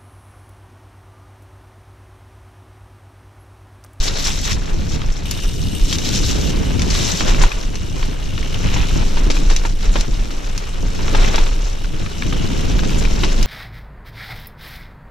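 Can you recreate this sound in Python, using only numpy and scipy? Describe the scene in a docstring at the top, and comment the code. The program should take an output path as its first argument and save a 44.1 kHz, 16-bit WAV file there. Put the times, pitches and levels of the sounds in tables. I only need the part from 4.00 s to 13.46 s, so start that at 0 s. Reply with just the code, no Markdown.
"""A mountain bike on a forest trail, heard from a camera on the rider's chest. From the start, headwind
rumbles on the two microphone ports, the harness shakes and knobby tyres crunch over dirt and dry leaves.
Just after a second the pedals stop and the freehub's pawls buzz from behind the legs; stones tick off
the bike. Past three seconds the leaves thin out and roots set frame and chain clattering, then again
around five to six seconds, just after seven and near the end."""
import sys
import numpy as np
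from scipy import signal
from scipy.fft import rfft, irfft, next_fast_len
from scipy.io import wavfile

SR = 44100
rng = np.random.default_rng(int(sys.argv[2]) if len(sys.argv) > 2 else 0)


def wav_out(sig):
    """Save sig, one row per channel (or a flat mono array), as 16-bit PCM at SR to the path in sys.argv[1]."""
    wavfile.write(sys.argv[1], SR, np.round(np.clip(np.atleast_2d(sig).T, -1, 1) * 32767).astype(np.int16))


N = 417186
TIME = np.arange(N) / SR


def from_db(db):
    """Decibels to gain."""
    return 10 ** (np.asarray(db) / 20)


def to_db(power):
    """Power to decibels."""
    return 10 * np.log10(power)


def rms_one(x):
    """Scale to rms 1."""
    return x / np.sqrt(np.mean(x ** 2) + 1e-20)


def in_time(rows):
    """One curve per column after the time, joined by straight lines."""
    times, *columns = np.transpose(rows)
    return [np.interp(TIME, times, column) for column in columns]


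def at_hz(points, hz):
    """Read a table on a log-frequency axis."""
    table_hz, values = np.transpose(points)
    return np.interp(np.log(hz), np.log(table_hz), values)


def drift(rate_hz):
    """Smooth random wander with spread 1."""
    step, settle = 40, 2000
    pole = np.exp(-2 * np.pi * rate_hz * step / SR)
    noise = rng.standard_normal(N // step + settle + 2)
    slow = signal.lfilter([1], [1, -2 * pole, pole * pole], noise)[settle:]
    return np.interp(np.arange(N) / step, np.arange(len(slow)), rms_one(slow))


def white():
    """Two unrelated noises: mid and side of the microphone pair."""
    return rng.standard_normal((2, N))


def band(x, low_hz, high_hz):
    """Band-pass."""
    return signal.sosfilt(signal.butter(2, [low_hz, high_hz], "band", fs=SR, output="sos"), x)


def colour(x, spectrum):
    """Minimum-phase filter with the shape of a spectrum; white noise keeps its level."""
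    size = 4096
    hz = np.maximum(np.arange(size // 2 + 1) * SR / size, 1)
    cepstrum = irfft(np.log(from_db(at_hz(spectrum, hz))))[:size // 2]
    cepstrum[1:] *= 2
    response = irfft(np.exp(rfft(cepstrum, size)))
    return signal.oaconvolve(x, response[None] / np.linalg.norm(response), axes=1)[:, :N]


def resonate(x, modes):
    """Parallel resonances; white noise keeps its level."""
    out, power = 0, 0
    for k, (hz, width_hz, db) in enumerate(modes):
        radius = np.exp(-np.pi * width_hz / SR)
        poles = [1, -2 * radius * np.cos(2 * np.pi * hz / SR), radius ** 2]
        scale = (1 - radius ** 2) / 2
        out = out + (-1) ** k * from_db(db) * scale * signal.lfilter([1, 0, -1], poles, x)
        power += from_db(db) ** 2 * scale
    return out / np.sqrt(power)


def blows(times, levels_db):
    """Impulses of energy at the given moments."""
    energy = np.zeros(N)
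    energy[np.clip(np.round(times * SR).astype(int), 0, N - 1)] = from_db(levels_db) ** 2
    return energy


def fade(energy, t60):
    """Each impulse of energy dies away by 60 dB in t60 seconds."""
    return signal.lfilter([1], [1, -from_db(-120 / (t60 * SR))], energy + 1e-18)


def decay(energy, t60):
    """Amplitude envelope of fading impulses of energy."""
    return np.sqrt(fade(energy, t60))


def grains(per_s, spread_db, t60):
    """Envelope of many tiny random impacts of uneven size, at rms 1."""
    sizes = from_db(spread_db * np.minimum(rng.exponential(1, N), 3.2))
    hits = rng.random(N) < per_s / SR
    return rms_one(decay(hits * sizes ** 2, t60))


def swells(rows, attack_s, release_s):
    """Summed power of events that rise, hold for their length and die away."""
    power = 0
    for start, length, db in rows:
        before = np.maximum(start - TIME, 0) / attack_s
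        after = np.maximum(TIME - start - length, 0) / release_s
        power = power + (from_db(db) * np.exp(-before - after)) ** 2
    return power


def bell_curve(centre_s, half_width_s):
    """A smooth rise to 1 and back."""
    return np.exp(-((TIME - centre_s) / half_width_s) ** 2)


def struck(times, levels_db, pitches_hz, modes):
    """Each blow rings a set of modes on its own pitch; mid and side are out of step."""
    out = np.zeros((2, N + SR))
    t = np.arange(SR // 4) / SR
    for time, db, hz in zip(times, levels_db, pitches_hz):
        ring = sum(from_db(db + mode_db - 60 * t / t60) * np.exp(2j * np.pi * hz * ratio * t)
                   for ratio, mode_db, t60 in modes)
        start = int(time * SR)
        out[:, start:start + len(t)] += [ring.imag, ring.real * (1 - np.exp(-t * hz))]
    return out[:, :N]


def hiss():
    """A faint, steady, high hiss behind everything."""
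    return from_db(-51) * band(white(), 4400, 9400)


# Brief lulls at the microphone: (time [s], half width [s], wind change [dB], shake change [dB])
LULLS = [(1.14, 0.023, -7, 2), (1.42, 0.05, -4.5, 0), (3.189, 0.027, -9, -6), (3.505, 0.029, -12, -14),
         (6.05, 0.018, -8, -1), (6.42, 0.02, 0, -14), (6.68, 0.1, -5.5, -5), (7.33, 0.02, -5, -5),
         (7.79, 0.055, -0.5, -6), (8.12, 0.075, -6, -7)]

def lulls():
    """The rumble drops away for a moment: a dB curve for the wind and one for the shake."""
    return sum(np.outer(changes_db, bell_curve(time, width)) for time, width, *changes_db in LULLS)


# Headwind right on the microphone ports: (time [s], large eddies [dB], small eddies [dB])
HEADWIND = [(0.0, -35, -38.5), (0.9, -27, -32.5), (1.2, -30, -36.5), (2.5, -23.5, -24.5), (3.0, -26, -30),
            (3.44, -26, -26.5), (3.54, -32.5, -36), (4.48, -32.5, -36), (4.64, -23, -34), (5.4, -41, -29.5),
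            (5.72, -32, -38), (5.95, -32, -33), (6.4, -40, -39), (6.7, -30.5, -37), (7.3, -30.5, -28),
            (7.7, -41, -41.5), (8.05, -28.5, -35), (8.3, -26, -28.5), (9.46, -29.5, -27.5)]
# Single gusts of large eddies: (time [s], length [s], level [dB])
GUSTS = [(0.52, 0.036, -26.5), (1.6, 0.15, -25.5), (3.26, 0.18, -30), (4.35, .05, -26.5),
         (4.95, 0.045, -26), (5.18, 0.023, -31), (7.0, 0.11, -33), (7.86, .03, -40)]
# Spectra of the two eddy sizes: (frequency [Hz], level [dB])
LARGE_EDDY_SPECTRUM = [(24, -24.5), (40, -9), (65, -9), (200, -19.5), (260, -63), (440, -120)]
SMALL_EDDY_SPECTRUM = [(88, -15.5), (160, -0.5), (280, -2), (430, -10), (626, -17), (1000, -31),
                       (2200, -63.5)]

def wind():
    """Eddies buffet each port in lumps, with gusts and lulls."""
    large_db, small_db = in_time(HEADWIND)
    large_db = to_db(from_db(large_db) ** 2 + swells(GUSTS, attack_s=.039, release_s=.039))
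    lull_db, _ = lulls()
    lump_db = lull_db + drift(20)   # one eddy sheds both sizes
    large = from_db(large_db + 2 + lump_db + 1.56 * drift(11.5)) * colour(white(), LARGE_EDDY_SPECTRUM)
    small = from_db(small_db + lump_db + 1.6 * drift(49)) * colour(white(), SMALL_EDDY_SPECTRUM)
    return large + small


# Roughness of the trail, felt at the chest mount: (time [s], level [dB])
ROUGHNESS = [(0.0, -19.5), (1.3, -23.5), (3.18, -22.5), (3.35, -11), (3.7, -23), (4.5, -19.5), (5.2, -9),
             (6.05, -17), (6.7, -17.5), (7.0, -17), (7.25, -10.5), (7.65, -12.5), (8.15, -19.5), (8.7, -16),
             (9.46, -11.5)]
# Roots and dips that jolt the mount: (time [s], swing [dB])
JOLTS = [(1.84, -11.5), (3.33, -13), (3.45, -6), (3.57, -11.5), (4.05, -21), (5.5, -12), (5.89, -8),
         (6.0, -7), (6.13, -7.5), (6.22, -10.5), (6.56, -18), (7.2, -9.5), (7.42, -11), (7.64, -9.5)]

def camera_shake():
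    """The camera bounces on its harness, harder on rough ground; sways and jolts throw it to and fro."""
    rough_db, = in_time(ROUGHNESS)
    _, lull_db = lulls()
    bounce_hz = 23 * from_db(2.6 * drift(22.46))
    bounce_db = rough_db - 2 + lull_db + 2.3 * drift(30.6)
    bounce = from_db(bounce_db) * np.sin(2 * np.pi * np.cumsum(bounce_hz) / SR)
    sway_period_s, sway_db, throw_hz = .367, -13, 27.7
    sways = [(sway_period_s * k, sway_db) for k in range(12)]   # a steady beat for the first four seconds
    throws = sum(from_db(db) * bell_curve(time, .025) * np.sin(2 * np.pi * throw_hz * (TIME - time))
                 for time, db in sways + list(JOLTS))
    return np.sqrt(2) * (bounce + throws)


# Bumps on the housing, right at the microphone: (time [s], level [dB])
BUMPS = [(0.967, -30.5), (2.867, -26), (4.08, -25.5), (4.65, -24.5), (4.96, -22), (5.267, -25),
         (6.081, -24.5), (6.828, -24), (7.935, -30), (8.0, -29)]

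def bumps():
    """Dull pushes on the camera housing, each a short low thud."""
    push = white() * decay(blows(*np.transpose(BUMPS)), t60=.11)
    return from_db(25.5) * band(push, 55, 280)


# Leaves touching the bike, down at wheel height: (time [s], length [s], level [dB])
SWISHES = [(3.424, 0.012, -29), (5.657, 0.012, -38), (5.922, 0.021, -40), (8.985, 0.015, -34)]
# Spectrum of that touch: (frequency [Hz], level [dB])
SWISH_SPECTRUM = [(5000, -25), (6800, 2), (8600, -10.5), (15000, -30)]

def swishes():
    """Dry leaves brush along the spokes and frame in a short, thin hiss."""
    return np.sqrt(swells(SWISHES, attack_s=.0062, release_s=.0062)) * colour(white(), SWISH_SPECTRUM)


# Tyres scrubbing sideways on the trail below: (time [s], length [s], level [dB])
SCRAPES = [(0.265, 0.034, -28), (0.48, 0.032, -30), (4.65, 0.196, -34), (7.24, 0.044, -28)]
# Spectrum of dragged grit: (frequency [Hz], level [dB])
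SCRAPE_SPECTRUM = [(400, -14), (900, 4), (1400, 0.5), (2000, 4), (2700, 3.5), (3900, -1.5), (4800, -16),
                   (8000, -28)]

def scrapes():
    """Sliding knobs drag loose grit over hard ground in quick slips."""
    slips = grains(per_s=500, spread_db=4, t60=.016)
    slide = np.sqrt(swells(SCRAPES, attack_s=.015, release_s=.02))
    return slide * colour(white() * slips, SCRAPE_SPECTRUM)


# Trail dirt under the tyres, heard from chest height: (frequency [Hz], level [dB])
DIRT_SPECTRUM = [(240, -13.5), (380, 4), (874, 0.5), (1080, -3), (1480, -3), (1950, -5.5), (2800, -6),
                 (5000, -20), (6500, -37), (11000, -120)]

def dirt(level_db):
    """Knobs crush grit; harder contact gives more grains."""
    grit = grains(per_s=1100 * from_db(.5 * (level_db + 34)), spread_db=4, t60=.056)
    return from_db(level_db + 2.5 + drift(13.4)) * colour(white() * grit, DIRT_SPECTRUM)


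# Dry leaves on the forest floor, heard from chest height: (frequency [Hz], level [dB])
LEAF_SPECTRUM = [(1180, -13), (2000, -6), (2270, -7), (3390, -1), (3750, 2), (4880, -2.5), (5360, 3),
                 (6040, 0.5), (7660, -4.5), (8860, -16), (10200, -16.5), (11300, -25), (13200, -17),
                 (14500, -25), (15300, -41)]

def leaves(level_db):
    """Big snaps cover all bands; each small leaf cracks in a band of its own size."""
    per_s = 2400 * from_db(.5 * (level_db + 35.5))
    snaps = grains(per_s, spread_db=6.5, t60=.016)
    edges_hz = np.geomspace(1200, 16000, 8)
    rustle = 0
    for low, high in zip(edges_hz, edges_hz[1:]):
        crackle = .6 * snaps + .5 * grains(per_s / 2, spread_db=3.5, t60=.014)
        rustle = rustle + band(white() * crackle, low, high) * from_db(2 * drift(30))
    return from_db(level_db + .44) * colour(rustle, LEAF_SPECTRUM)


# How hard the tyres grind, a metre or so below the microphone: (time [s], level [dB])
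GRIP = [(0.0, -35.5), (0.48, -39.5), (0.64, -39), (1.75, -42.5), (2.0, -37.5), (2.7, -37.5), (2.95, -34.5),
        (3.45, -34.5), (3.68, -41), (4.3, -42), (4.72, -35.5), (5.1, -37), (5.75, -39.5), (6.85, -40.5),
        (7.22, -32), (7.7, -42), (8.55, -37), (9.46, -35)]
# Bites into a rut or bank, and drifts of leaves on the trail: (time [s], length [s], level [dB])
BITES = [(3.27, 0.028, -30.5), (3.40, 0.032, -37.5), (3.96, 0.11, -39.5), (5.35, 0.036, -35),
         (5.5, 0.0087, -33), (5.62, 0.029, -42), (5.83, 0.019, -39), (5.94, 0.077, -37.5),
         (7.26, 0.022, -38), (7.335, 0.088, -37.5), (7.62, 0.061, -41)]
LEAF_DRIFTS = [(0.045, 0.037, -30), (0.17, 0.22, -33), (0.265, 0.02, -31), (0.44, 0.088, -31.5),
               (0.93, 0.026, -37), (1.3, 0.63, -41.5), (1.9, 0.061, -33), (2.06, 0.027, -31),
               (2.135, 0.039, -30), (2.25, 0.068, -30), (2.34, 0.16, -35.5), (2.94, .18, -29.5),
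               (3.15, 0.065, -32)]
# Crests where the bike goes light: (time [s], half width [s], dip [dB])
CRESTS = [(5.76, 0.033, -6), (7.92, 0.039, -3)]

def tyres():
    """Grip and bites crush the dirt and its scattered leaves; drifts of leaves add their own rustle."""
    grip_db, = in_time(GRIP)
    crunch = from_db(grip_db) ** 2 + swells(BITES, attack_s=.011, release_s=.04)
    stray_leaves = crunch * from_db(-2) ** 2
    rustle = stray_leaves + swells(LEAF_DRIFTS, attack_s=.047, release_s=.019)
    load_db = sum(db * bell_curve(time, width) for time, width, db in CRESTS)
    return dirt(to_db(crunch) + load_db) + leaves(to_db(rustle) + load_db)


# Spectrum of a hard contact on the frame, from pebble or chain: (frequency [Hz], level [dB])
CONTACT_SPECTRUM = [(500, -23), (1100, 3), (2400, 0.5), (3800, -2.5), (5000, -8.5), (9000, -35)]

def pebbles(per_s=7):
    """Small stones tick against the frame at random, louder where the tyres grind harder."""
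    grip_db, = in_time(GRIP)
    hits = rng.random(N) < per_s / SR
    energy = hits * from_db(grip_db + 9 + rng.normal(0, 1.8, N)) ** 2
    return colour(white() * decay(energy, t60=.014), CONTACT_SPECTRUM)


# The freehub, below and behind the microphone: (time [s], level [dB])
FREEHUB_LEVEL = [(1.27, -41), (1.6, -43), (2.5, -37), (3.7, -42), (4.15, -41.5), (4.5, -33), (5.05, -39),
                 (5.5, -49), (6.2, -45), (8.1, -42), (8.3, -33), (9.46, -39)]
# Wheel speed at the ratchet: (time [s], rate [teeth/s])
TOOTH_RATE = [(1.25, 83), (2.5, 103), (4.5, 61), (5.05, 103), (5.5, 58), (8.1, 57.5), (9.46, 85)]
# Path from the rear hub past the rider's legs: (time [s], openness [gain])
HUB_OPENNESS = [(1.27, 0.38), (1.72, 1.05), (2.2, 0.5), (3.3, 0.3)]
# Resonances of hub and disc, and the bright ones of the pawls: (frequency [Hz], width [Hz], level [dB])
HUB_MODES = [(2905, 220, 10), (3650, 80, 6), (3890, 180, 4), (6030, 480, -2)]
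PAWL_MODES = [(2920, 120, 7.5), (3690, 45, 8.5), (8350, 350, 1.5), (12600, 1500, -11)]
# Spectrum of a pawl's click: (frequency [Hz], level [dB])
CLICK_SPECTRUM = [(1290, -40), (2200, 3), (2970, 8), (3350, 5), (3790, -14), (5960, -3), (12400, -18),
                  (15300, -39)]

def freehub(coast_from_s=1.25):
    """Two pawls drop off each ratchet tooth, one just after the other, unevenly, and ring the hub."""
    teeth_per_s, = in_time(TOOTH_RATE)
    level_db, = in_time(FREEHUB_LEVEL)
    openness, = in_time(HUB_OPENNESS)
    teeth = np.cumsum(teeth_per_s * (1 + .02 * drift(18))) / SR
    drops = sum(np.diff(np.floor(teeth - lag), prepend=0) > 0 for lag in (0, .27))
    force = from_db(rng.normal(0, 3, N) + drift(7.3))
    clicks = rms_one(decay(drops * force ** 2, t60=.032))
    ring = resonate(white() * clicks, HUB_MODES)
    tick = from_db(-1.5) * colour(white() * clicks, CLICK_SPECTRUM)
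    bright = from_db(-40.5) * openness * resonate(white() * clicks, PAWL_MODES)
    coasted_s = np.maximum(TIME - coast_from_s, 0)
    onset = np.minimum(coasted_s / .01, 1)
    accent = from_db(12.5 * np.exp(-coasted_s / .076))   # hardest just as the pedals stop
    return onset * accent * (from_db(level_db - 6) * (ring + tick) + bright)


# Chain slaps and pebbles, about a metre from the microphone: (time [s], level [dB], pitch [Hz])
CLACKS = [(1.017, -22.5, 1225), (1.166, -27.5, 5300), (2.951, -17, 3800), (3.208, -16.5, 2780),
          (3.2804, -19.5, 1390), (3.346, -20, 2340), (3.5174, -19, 2490), (4.028, -21.5, 1030),
          (4.378, -21, 2900), (4.428, -25, 2200), (5.3677, -20, 2450), (5.8082, -27, 3400),
          (7.08, -18.5, 1330), (7.467, -24, 3540), (7.8444, -25, 1420), (8.062, -24, 1250),
          (8.2221, -16.5, 1710), (8.3257, -18.5, 1250), (8.791, -20, 1640), (9.0513, -18.5, 2410)]
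# Ring of a clack or a flicked stone: (frequency [multiple of pitch], level [dB], t60 [s])
CLACK_MODES = [(.62, -8, 0.021), (1, 1, 0.033), (1.33, -9.5, 0.028), (1.9, -21, .015)]

def clacks(longest_rebound_s=.013):
    """A hard, dry contact cracks, rings very briefly and bounces once with a weaker crack."""
    times, db, pitch_hz = np.transpose(CLACKS)
    rebound_times = times + longest_rebound_s * rng.uniform(.5, 1, len(times))
    energy = blows(times, db) + blows(rebound_times, db - 10)
    crack = colour(white() * decay(energy, t60=.022), CONTACT_SPECTRUM)
    return from_db(-2.5) * crack + from_db(-5) * struck(times, db, pitch_hz, CLACK_MODES)


# Stones and twigs flicked up against the bike: (time [s], snap [dB], bright crack [dB], pitch [Hz])
STONE_STRIKES = [(0.518, -18, -41, 1880), (0.53, -18, -41, 5290), (1.311, -14, -20, 6920),
                 (1.4431, -27, -35, 5470), (1.9274, -11, -40, 3240), (1.9845, -16, -41, 6100),
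                 (2.1891, -18, -48, 5330), (2.794, -17.5, -42, 2260), (2.819, -14, -42, 3520),
                 (2.9038, -13, -48, 4500), (3.7552, -22, -55, 4300), (5.5627, -12, -31, 3856),
                 (6.0088, -16, -39, 7180), (6.5777, -19, -35, 4470), (7.3583, -16, -33, 3780),
                 (9.428, -17, -27, 5000)]
# Spectrum of a sharp snap, from a stone or a chain link: (frequency [Hz], level [dB])
SNAP_SPECTRUM = [(880, -2), (1500, -4), (2300, 2.5), (4080, 0.5), (5840, 6), (7090, -0.5), (8610, -11),
                 (11900, -21), (15300, -73)]

def flicked_stones():
    """A sharp strike with a bright edge, then a scatter of grit; each spot rings on its own pitch."""
    times, snap_db, crack_db, pitch_hz = np.transpose(STONE_STRIKES)
    energy = blows(times, snap_db)
    strike = decay(energy, t60=.009)
    scatter = from_db(-4.5) * decay(energy, t60=.073)
    snap = colour(white() * (strike + scatter), SNAP_SPECTRUM)
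    ring = struck(times, snap_db, pitch_hz, CLACK_MODES)
    crack = band(white() * decay(blows(times, crack_db), t60=.025), 5600, 13000)
    return from_db(-5.5) * snap + from_db(-8.5) * ring + from_db(.5) * crack


# Roots hit the bike, close below the microphone: (time [s], body [dB], rattle [dB], clunk [dB], pitch [Hz])
ROOT_KNOCKS = [(3.207, -17, -35, -22, 700), (3.415, -14, -29.5, -20, 504), (3.437, -13.5, -36, -11, 978),
               (4.762, -17.5, -53, -29, 970), (5.171, -19, -42, -23, 950), (5.301, -15.5, -29, -19, 512),
               (5.498, -22, -33, -34, 910), (5.651, -21, -38.5, -17, 917), (5.957, -14, -38, -14.5, 560),
               (7.148, -13.5, -38, -14, 857), (7.343, -15, -47, -17, 624), (7.381, -15, -42, -14.5, 877),
               (9.234, -12, -31.5, -23, 1410)]
# Hollow ring of the frame: (frequency [multiple of pitch], level [dB], t60 [s])
FRAME_MODES = [(.86, -10.5, 0.03), (1, 3.5, 0.033), (1.5, -4, 0.029), (1.87, -7, .045), (2.34, -9, 0.034)]
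# Spectrum of the body of a knock: (frequency [Hz], level [dB])
BODY_SPECTRUM = [(180, -19.5), (300, 2.5), (415, -12.5), (946, -2.5), (1240, -11), (1810, -9.5),
                 (4000, -10.5), (5200, -23), (8800, -120)]

def root_knocks():
    """A root jolts the frame, which rings hollow at a pitch set by the spot hit; the chain rattles on."""
    times, body_db, rattle_db, clunk_db, pitch_hz = np.transpose(ROOT_KNOCKS)
    clunk = struck(times, clunk_db, pitch_hz, FRAME_MODES)
    body = colour(white() * decay(blows(times, body_db), t60=.088), BODY_SPECTRUM)
    loosening = fade(blows(times, rattle_db), t60=.045)   # the rattle builds over a few milliseconds
    loosening *= np.sum(from_db(rattle_db) ** 2) / np.sum(loosening)   # same energy, spread out
    chain = white() * decay(loosening, t60=.097) * grains(per_s=700, spread_db=-3, t60=.01)
    return from_db(-1.5) * clunk + from_db(-5.5) * body + from_db(7.5) * colour(chain, SNAP_SPECTRUM)


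# Likeness of the two microphone ports: (frequency [Hz], correlation [-1 to 1])
PORT_LIKENESS = [(60, .6), (150, .3), (330, .1), (760, -.55), (1100, .1), (1900, 0), (2400, .72),
                 (4300, .92), (5000, .35), (6000, .58), (8900, -.35), (10500, .2)]
# Balance between the ports: (frequency [Hz], left minus right [dB])
PORT_BALANCE = [(60, -7.5), (99, 12.5), (160, -1.5), (270, 2.5), (440, 4.5), (730, 1), (1210, -0.5),
                (2000, 2.5), (3300, -0.5), (5440, 4.5), (8980, 0), (14800, 3.5)]

def microphone_ports(mid_side):
    """The camera body makes left and right alike in some bands and opposed in others."""
    size = next_fast_len(N + 4096)
    mid, side = rfft(mid_side, size)
    hz = np.maximum(np.arange(len(mid)) * SR / size, 1)
    alike = at_hz(PORT_LIKENESS, hz)
    sign = np.array([[1], [-1]])   # left, right
    pair = np.sqrt((1 + alike) / 2) * mid + sign * np.sqrt((1 - alike) / 2) * side
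    balance = from_db(sign * at_hz(PORT_BALANCE, hz) / 2)
    return irfft(pair * balance, size)[:, :N]


def scene():
    """Bike and wind reach the chest microphone over a faint hiss; the shake moves both ports together."""
    background = hiss()
    trail = tyres() + scrapes() + swishes() + pebbles()
    bike = freehub() + root_knocks() + clacks() + flicked_stones()
    buffeting = wind() + bumps()
    return from_db(2.5) * microphone_ports(background + buffeting + trail + bike) + camera_shake()


def record(dry):
    """The tallest peaks are rounded and the highest treble is cut."""
    ceiling, knee, cutoff_hz = .95, 6, 15200
    rounded = dry / (1 + np.abs(dry / ceiling) ** knee) ** (1 / knee)
    return signal.sosfilt(signal.ellip(10, .1, 80, cutoff_hz, fs=SR, output="sos"), rounded)


dry = scene()
out = record(dry)
wav_out(out)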